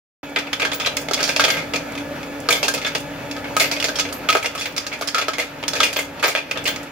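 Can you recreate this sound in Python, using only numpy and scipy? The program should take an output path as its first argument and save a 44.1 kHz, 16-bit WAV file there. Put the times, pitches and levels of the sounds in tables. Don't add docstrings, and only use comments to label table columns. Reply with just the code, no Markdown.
import sys
import numpy as np
from scipy import signal
from scipy.fft import rfft, irfft, next_fast_len
from scipy.io import wavfile
from scipy.ndimage import uniform_filter1d

SR = 44100
rng = np.random.default_rng(int(sys.argv[2]) if len(sys.argv) > 2 else 0)


def inscribe(sig):
    pcm = np.round(np.clip(np.atleast_2d(sig).T, -1, 1) * 32767)
    wavfile.write(sys.argv[1], SR, pcm.astype(np.int16))


N = 304731
START_S = 0.231
EVENT_SAMPLES, LEAD_SAMPLES = 6144, 128

# t/s, rumble level/dB, gear level/dB
MACHINE_LEVELS = [(.23, -38, -36.5), (.6, -37.5, -38), (.9, -34, -43.5), (1.1, -34, -38), (1.7, -33, -35.5),
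                  (2.3, -34, -36), (2.7, -34, -37.5), (3.0, -34.5, -36.5), (3.5, -33, -34.5),
                  (4.25, -33.5, -38), (4.4, -36.5, -41.5), (4.7, -39, -43), (5.5, -39.5, -42),
                  (5.75, -34, -39), (6.2, -38, -41), (6.38, -44, -47), (6.55, -37, -41.5), (6.75, -34, -40),
                  (6.91, -41.5, -41)]
# multiple, level/dB
GEAR_HARMONICS = [(1, -1), (2, -9.5), (3, -15.5), (5, -21), (6, -13.5), (8, -15.5), (9, -16), (12, -19.5),
                  (15, -52), (16, -24), (24, -22), (44, -41), (48, -40)]
# f/Hz, level/dB
RUMBLE_SPECTRUM = [(30, -38), (45, -25), (78, -20), (96, -6), (125, -9), (158, -3.5), (200, -13.5),
                   (260, -4), (390, -13.5), (450, -7.5), (600, -3.5), (700, -12.5), (900, -10.5),
                   (1100, -47), (1500, -37.5)]
# f/Hz, level/dB
RUSTLE_SPECTRUM = [(600, -15), (950, 3.5), (1100, -2), (1300, -0.5), (1750, -3), (1950, -4.5), (2500, -4.5),
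                   (2900, -8.5), (4200, -14.5), (5700, -17.5), (7200, -27.5), (9000, -42.5), (12500, -22),
                   (16000, -36)]
# f/Hz, width/Hz, level/dB
HOUSING_MODES = [(480, 30, -1), (586, 150, 4.5), (620, 31, -9), (798, 7.6, -9), (1245, 16, -37),
                 (1276, 19, -0.5), (1600, 47, -8.5), (1740, 180, -18.5), (2165, 117, -6), (2370, 58, -10.5),
                 (2483, 205, -3), (2730, 91, -10.5), (2926, 22, -9), (3180, 205, -7), (3440, 56, -2),
                 (3980, 30, -8.5), (4310, 66, -8), (4710, 43, -2), (5320, 280, -9.5), (5890, 81, -8),
                 (6300, 86, -8), (6830, 120, -11.5)]
# f/Hz, width/Hz, level/dB
COIN_MODES = [(8780, 350, -31), (9380, 400, -37), (11000, 150, -29.5), (12300, 67, -46), (12400, 58, -45),
              (14100, 72, -36), (14800, 82, -39), (14800, 51, -59)]
# f/Hz, level/dB
CRACK_SPECTRUM = [(300, -24), (600, 1.5), (1030, 8), (1400, 6.5), (2500, -3.5), (4600, 11.5), (7000, 1),
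                  (9000, -20.5), (16000, -48)]
# t/s, level/dB, f/Hz, t60/s
FREE_RINGS = [(0.7344, -12, 15500, 0.098), (0.9672, -32, 15100, 0.19), (1.4995, -21, 12750, 0.17),
              (2.5294, -30, 12300, 0.48), (3.6012, -17, 12100, 0.19), (3.7135, -32, 12900, 0.18),
              (3.8267, -39, 13100, 0.6), (4.1244, -23, 12300, 0.14), (4.3, -27, 15500, 0.18),
              (4.65, -27, 15400, 0.13), (5.9614, -16, 14500, 0.12), (6.2647, -8, 14600, 0.064),
              (6.6717, -13, 15500, 0.09)]
# t/s, treble level/dB, t60/s
COIN_TICKS = [(0.7314, -21.5, .1), (0.743, -21, 0.07), (0.9679, -9, 0.036), (1.0137, -24, 0.099),
              (1.1346, -14, .04), (1.2775, -27, 0.14), (1.483, -19, 0.22), (1.921, -25, 0.019),
              (2.154, -49, 0.033), (2.402, -25.5, 0.047), (2.5041, -9.5, 0.12), (2.5252, -11, .1),
              (2.683, -8, 0.062), (2.7386, -11.5, 0.071), (2.979, -25, 0.076), (3.002, -24, .06),
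              (3.5658, -13, 0.15), (3.598, -10, .17), (4.127, -17, .054), (4.2876, -16, 0.12),
              (4.35, -18, 0.12), (4.428, -19.5, .076), (4.5511, -23, 0.099), (4.596, -23, 0.11),
              (4.7242, -32, 0.044), (4.7645, -29, 0.095), (4.9891, -32, .07), (5.0115, -22, 0.1),
              (5.0739, -19, 0.084), (5.3828, -20.5, .2), (5.681, -12, .05), (5.752, -28, .06),
              (5.839, -12.5, 0.11), (5.928, -18, 0.11), (5.989, -15, 0.14), (6.2267, -17, .11),
              (6.281, -14, 0.15), (6.641, -19, 0.042), (6.6746, -14, 0.1), (6.83, -28, 0.076)]
# t/s, level/dB, struck-spot f/Hz, relative clink level/dB, t60/s
COIN_BLOWS = [(0.3609, -2.5, 2370, -20.5, 0.11), (.3873, -8.5, 2400, -10, 0.081),
              (0.4692, -15.5, 2410, -18, 0.059), (0.53, -5, 3400, -9, 0.067), (.598, -8, 2420, -11, 0.11),
              (0.619, -3, 2370, -16, 0.097), (0.6491, -6, 1640, -12, 0.13), (0.7169, -8, 3620, -11, 0.058),
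              (0.7322, -12.5, 2420, -8, 0.075), (.7993, -10, 3500, -8.5, 0.14),
              (0.8484, -12, 2780, -18, 0.28), (.861, -5.5, 3970, -6, 0.074), (0.873, -7, 3930, -8, 0.037),
              (0.9689, -6.5, 5000, -3, 0.045), (1.0853, -11.5, 2290, -8, 0.06),
              (1.1114, -10, 1290, -4, 0.051), (1.1338, -8.5, 5300, 1, 0.055), (1.1435, -11, 4760, 3, 0.05),
              (1.1758, -15, 2220, -8, 0.19), (1.1903, -12.5, 2830, -19, 0.15),
              (1.2052, -9.5, 1640, -5, 0.084), (1.2287, -7.5, 2300, 5, 0.024),
              (1.2384, -10.5, 5400, 2.5, .11), (1.2768, -13, 1570, -3, 0.21), (1.2907, -9, 2480, -5, 0.17),
              (1.3627, -6, 2640, -2.5, 0.096), (1.3963, 0, 1370, -10, 0.16), (1.407, -8, 1280, -4, 0.09),
              (1.4389, -3, 3300, -6, 0.16), (1.4487, 0, 3050, -5, 0.035), (1.481, -6.5, 2160, -18, 0.3),
              (1.5026, -4.5, 4660, -1.5, .064), (1.5365, -11, 2100, -15, 0.14),
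              (1.5693, -10.5, 2200, -13, .23), (1.7364, -8.5, 2600, -9, 0.15),
              (1.7592, -10, 2350, -1.5, 0.055), (1.952, -20.5, 3460, -6, 0.056),
              (1.9767, -18.5, 2380, -9, 0.15), (2.2305, -19, 2160, -9.5, .046),
              (2.4881, 0.7, 1270, -6.5, 0.056), (2.5055, -1.5, 2350, -10, 0.12),
              (2.5262, -4.5, 2280, -5.5, 0.13), (2.5526, -10.5, 2190, -7.5, 0.16),
              (2.6294, -7.5, 2660, -1.5, 0.15), (2.6469, -16, 2670, -2, 0.073),
              (2.681, -6, 1620, -3.5, 0.11), (2.7397, -12, 2600, -2.5, .14), (2.7775, -17, 1330, -4, 0.1),
              (2.816, -17.5, 2600, -9, 0.22), (2.8477, -7, 3540, -18, 0.1), (2.865, -9, 1690, -8, 0.12),
              (2.9495, -7, 2765, -5.5, 0.087), (3.3122, -17, 2630, -1.5, 0.063),
              (3.3648, -19, 1700, -10, 0.12), (3.443, -17, 2210, -21, 0.12),
              (3.5656, -1, 1270, -15.5, 0.087), (3.598, -2, 2190, -4, 0.18), (3.6122, -9, 2150, -10, 0.12),
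              (3.6422, -9, 2080, -12, 0.16), (3.714, -9, 2250, -1.5, 0.14),
              (3.7647, -13.5, 2180, -10, 0.14), (3.8006, -9.5, 2920, -5, 0.072),
              (3.8257, -6.5, 2600, -6, 0.052), (3.8423, -7.5, 2330, 0, 0.1),
              (3.8847, -9.5, 1600, -5, 0.077), (3.9565, -15.5, 5300, 0.5, 0.12),
              (3.987, -9.5, 4930, -2.5, 0.1), (3.9965, -6.5, 2720, 0.5, 0.079),
              (4.051, -13.5, 2300, -15, 0.09), (4.0886, -19, 2600, -6, 0.056),
              (4.125, -16, 1160, -8, 0.065), (4.2883, 3.5, 1290, -17, 0.069), (4.3017, 0, 2500, -7, 0.046),
              (4.3272, -4, 2390, -8.5, 0.081), (4.3517, -0.5, 1300, -24, 0.075),
              (4.3677, -8.5, 1300, -9, 0.12), (4.428, -10.5, 2310, -17, 0.066),
              (4.4446, -9, 2130, -13, 0.1), (4.4585, -5, 2740, -5.5, 0.055),
              (4.5509, -13.5, 1210, -15, 0.093), (4.5775, -18, 3450, -5, 0.37),
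              (4.611, -14, 2480, -3.5, 0.16), (4.6563, -9, 2300, -10, 0.073),
              (4.7643, -16.5, 1200, -1, 0.17), (4.779, -11.5, 4940, 5.5, 0.04),
              (4.866, -15, 1610, 1, 0.061), (4.9172, -16.5, 2280, -33, 0.14),
              (4.9283, -14.5, 2380, -11, 0.16), (5.0109, -17.5, 1470, -5.5, 0.15),
              (5.023, -9.5, 1220, -14, 0.065), (5.0742, -18, 5170, 5.5, 0.1),
              (5.086, -12.5, 4500, -1, 0.056), (5.1455, -4.5, 1350, -11.5, 0.18),
              (5.1814, -5, 1380, -8, 0.11), (5.214, -9, 2400, -9.5, .11), (5.2824, -5.5, 1265, -11, 0.091),
              (5.3344, -13, 2140, -8, 0.099), (5.3831, -8.5, 2150, -18, .21), (5.399, -12, 2130, -5, 0.13),
              (5.6283, -15, 2800, -12, 0.05), (5.637, -9, 2200, -14, 0.028), (5.68, -8.5, 5300, 0.5, 0.052),
              (5.734, -11.5, 1510, 0, 0.06), (5.753, -13, 1770, -5.5, 0.33),
              (5.8024, 0.5, 1260, -9.5, 0.11), (5.832, -1.5, 2785, -7.5, 0.19),
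              (5.9292, -16.5, 4630, -2, .1), (5.962, -8, 3350, -10, 0.18), (5.9886, -7, 2160, -22, 0.12),
              (6.196, -22, 2570, -7, 0.12), (6.2284, -2, 1300, -28, 0.14), (6.2376, -5.5, 2350, -6, 0.25),
              (6.2816, -10.5, 2240, -10, 0.16), (6.351, -1, 2430, -19, 0.061),
              (6.3611, -8, 2340, -13.5, 0.067), (6.3734, -8, 2430, -16, 0.13),
              (6.5117, -4, 2300, -10.5, 0.048), (6.557, -16, 1610, -26, 0.21),
              (6.573, -12, 3520, -13, 0.097), (6.6548, -8.5, 2240, -7.5, 0.19),
              (6.674, -6, 4260, -11, 0.12), (6.761, -14, 2260, -4.5, 0.043), (6.83, -30, 1300, -12, 0.062)]
# f/Hz, t60/s
ROOM_DECAY = [(300, 0.25), (1000, 0.22), (3000, 0.26), (14000, 0.21)]
# f/Hz, coherence
COHERENCE = [(60, 0.82), (400, 0.99), (1000, 0.32), (2500, 0.58), (5000, 0.27), (9000, 0.025),
             (15000, 0.062)]
# f/Hz, left minus right level/dB
BALANCE = [(60, 1), (130, 1.5), (290, -1.5), (640, 1.5), (1410, 0.5), (3100, 0), (6820, -4.5), (15000, 2.5)]


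def gain_of(db):
    return 10 ** (np.asarray(db) / 20)


def unit_rms(x):
    return x / np.sqrt(np.mean(x ** 2) + 1e-20)


def at_hz(table, hz):
    f, value = np.transpose(table)
    return np.interp(np.log(hz + 1), np.log(f + 1), value)


def add(mix, start_s, sound):
    part = mix[:, round(start_s * SR):][:, :sound.shape[1]]
    part += sound[:, :part.shape[1]]


def wander(top_hz):
    t = np.arange(0, N, 128) / SR
    rates_hz = np.geomspace(top_hz / 20, top_hz, 12)
    drift = sum(np.sin(2 * np.pi * (f * t + rng.random())) / np.sqrt(f) for f in rates_hz)
    return np.interp(np.arange(N) / SR, t, unit_rms(drift))


def stereo_pair(left, other, hz):
    coherence = at_hz(COHERENCE, hz)
    return np.array([left, coherence * left + np.sqrt(1 - coherence ** 2) * other])


def noise(spectrum, size, patchy_db=1.2):
    frames, hz = 4 * N // size + 5, np.fft.rfftfreq(size, 1 / SR)[:, None]
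    a, b, c, d, patches = rng.standard_normal((frames, len(hz), 5)).T
    patches = unit_rms(uniform_filter1d(uniform_filter1d(patches, 8, axis=0), 8, axis=1))
    bins = stereo_pair(a + 1j * b, c + 1j * d, hz) * gain_of(at_hz(spectrum, hz) + patchy_db * patches)
    return unit_rms(signal.istft(bins, nperseg=size, noverlap=size * 3 // 4)[1][:, :N])


def room(x):
    taps = np.zeros((2, SR // 2))
    slots = np.arange(120, SR // 2 - 20, 20)
    delays = slots + rng.integers(0, 20, (2, len(slots)))
    np.put_along_axis(taps, delays, rng.choice([-1., 1.], delays.shape), 1)
    hz, t, bins = signal.stft(taps, SR, nperseg=256)
    tail = signal.istft(bins * gain_of(-60 * t / at_hz(ROOM_DECAY, hz)[:, None]), SR, nperseg=256)[1]
    return signal.fftconvolve(x, tail / np.linalg.norm(tail[0]), axes=1)[:, :N]


def machine(mesh_hz=285.2, hum_hz=58.5):
    t = np.arange(N) / SR
    knots_s, rumble_db, gear_db = np.transpose(MACHINE_LEVELS)
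    rumble_db, gear_db = np.interp(t, knots_s, rumble_db), np.interp(t, knots_s, gear_db)
    mesh_cycles = np.cumsum(mesh_hz * (1 + 0.0012 * wander(12))) / SR
    gears = sum(gain_of(db + 2.7 * wander(60)) * np.sin(2 * np.pi * (k * mesh_cycles + rng.random()))
                for k, db in GEAR_HARMONICS)
    hum = gain_of(-17.5 + 0.51 * wander(13)) * np.sqrt(2) * np.sin(2 * np.pi * hum_hz * t)
    rustle_db = -36.5 + 0.42 * (rumble_db - rumble_db.mean()) + 1.2 * wander(60)
    throb = 1 + 0.32 * np.cos(np.pi * mesh_cycles)
    rumble = throb * noise(RUMBLE_SPECTRUM, size=4096)
    rustle = gain_of(rustle_db) * noise(RUSTLE_SPECTRUM, size=1024)
    return np.sqrt(2) * gain_of(gear_db) * gears + gain_of(rumble_db) * (hum + rumble) + rustle


def resonance(hz, mode_hz, width_hz, level_db):
    return (gain_of(level_db) / (1 + 2j * (hz - mode_hz) / width_hz)).sum(0)


def impact(spot_hz, bands_db, t60_s):
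    t, hz = np.arange(EVENT_SAMPLES) / SR, np.fft.rfftfreq(EVENT_SAMPLES, 1 / SR)
    fade = gain_of(-60 * t / np.clip(t60_s, 0.02, 0.3))
    lumps = gain_of(2.2 * unit_rms(uniform_filter1d(rng.standard_normal(EVENT_SAMPLES), 60)))
    rattle = rng.standard_normal((2, EVENT_SAMPLES)) * lumps * np.minimum(t / 0.00073, 1)
    click = np.exp(-t / 0.001) * rng.standard_normal(EVENT_SAMPLES)
    left, other = rfft(np.roll((click + rattle) * fade, LEAD_SAMPLES, axis=1))
    mode_hz, width_hz, db = np.transpose(HOUSING_MODES + [(spot_hz, 90, 1.5)])[:, :, None]
    scatter_db = 4.4 * rng.standard_normal(db.shape) * (mode_hz != spot_hz)
    housing = resonance(hz, mode_hz, width_hz, db - 6 * abs(np.log2(mode_hz / spot_hz)) + scatter_db)
    mode_hz, width_hz, db = np.transpose(COIN_MODES)[:, :, None]
    coin = resonance(hz, mode_hz, width_hz, db + 4 * rng.standard_normal(db.shape))
    crack = gain_of(at_hz(CRACK_SPECTRUM, hz) - 16.5)
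    spectrum = stereo_pair(left, other, hz) * (housing + coin + crack)
    lowpasses = [1 / (1 + (hz / edge_hz) ** 8) for edge_hz in (330, 950, 3600, 7300, SR)]
    bands = irfft(spectrum * np.diff(lowpasses, axis=0)[:, None], EVENT_SAMPLES)
    bands *= 0.61 * np.linalg.norm(fade) / np.linalg.norm(bands, axis=(1, 2), keepdims=True)
    return np.tensordot(gain_of(bands_db), bands, 1)


def free_rings(mix, attack_s=0.029):
    t = np.arange(EVENT_SAMPLES) / SR
    for start_s, db, hz, t60_s in FREE_RINGS:
        tumble = unit_rms(uniform_filter1d(rng.standard_normal((2, 2, EVENT_SAMPLES)), 250))
        phase = 2 * np.pi * hz * t
        ring = tumble[0] * np.sin(phase) + tumble[1] * np.cos(phase)
        add(mix, start_s, gain_of(db - 60 * t / t60_s) * np.minimum(t / attack_s, 1) * ring)


def coin_ticks(mix, faint_per_s=4, faint_floor_db=-42, faint_t60_s=0.04):
    waits, strengths = -np.log(rng.random((60, 2)).T)
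    times_s = START_S + np.cumsum(waits) / faint_per_s
    faint = [(s, db, faint_t60_s) for s, db in zip(times_s, faint_floor_db + 3 * strengths)]
    for start_s, db, t60_s in COIN_TICKS + faint:
        spot_hz = 2500 * 2 ** rng.random()
        bands_db = db + np.array([-34, -23, -12, 0])
        add(mix, start_s - LEAD_SAMPLES / SR, impact(spot_hz, bands_db, t60_s))


def coin_blows(mix):
    for start_s, db, spot_hz, clink_db, t60_s in COIN_BLOWS:
        thud_db = -11 - 2.5 * np.log2(spot_hz / 2000) - 0.27 * db + 4.5 * rng.standard_normal()
        treble_db = -8.5 + 0.71 * clink_db
        bands_db = db + np.array([thud_db, 0, clink_db, treble_db])
        add(mix, start_s - LEAD_SAMPLES / SR, impact(spot_hz, bands_db, t60_s))


def scene():
    clatter = np.zeros((2, N))
    coin_blows(clatter)
    free_rings(clatter)
    coin_ticks(clatter)
    return gain_of(-3) * clatter + gain_of(-10) * room(clatter) + machine()


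def gain_control(x, threshold_db=-19, slope=0.14, release_db_per_s=20.5):
    power = uniform_filter1d((x ** 2).mean(0), 800, origin=399)
    power_db = 10 * np.log10(abs(power) + 1e-12)
    release_db = np.arange(N) * release_db_per_s / SR
    held_db = np.maximum.accumulate(power_db + release_db) - release_db
    return x / gain_of(slope * np.maximum(held_db - threshold_db, 0))


def record(dry):
    size = next_fast_len(N + 512)
    hz = np.fft.rfftfreq(size, 1 / SR)
    balance = gain_of(at_hz(BALANCE, hz) / 2)
    left_lag = np.exp(-2j * np.pi * hz * 2 / SR)
    dip = 1 - 0.5 / (1 + ((hz - 1030) / 90) ** 2)
    x = irfft(rfft(gain_control(dry), size) * dip * [balance * left_lag, 1 / balance], size)[:, :N]
    gate = np.clip((np.arange(N) / SR - START_S) / 0.00043, 0, 1)
    x = np.clip(x * gate, -0.96, 0.96)
    x = signal.sosfilt(signal.butter(2, 40, "high", fs=SR, output="sos"), x)
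    lowpass = signal.firwin(511, 15900, window=("kaiser", 9), fs=SR)
    return signal.oaconvolve(x, lowpass[None], "same")


dry = scene()
out = record(dry)
inscribe(out)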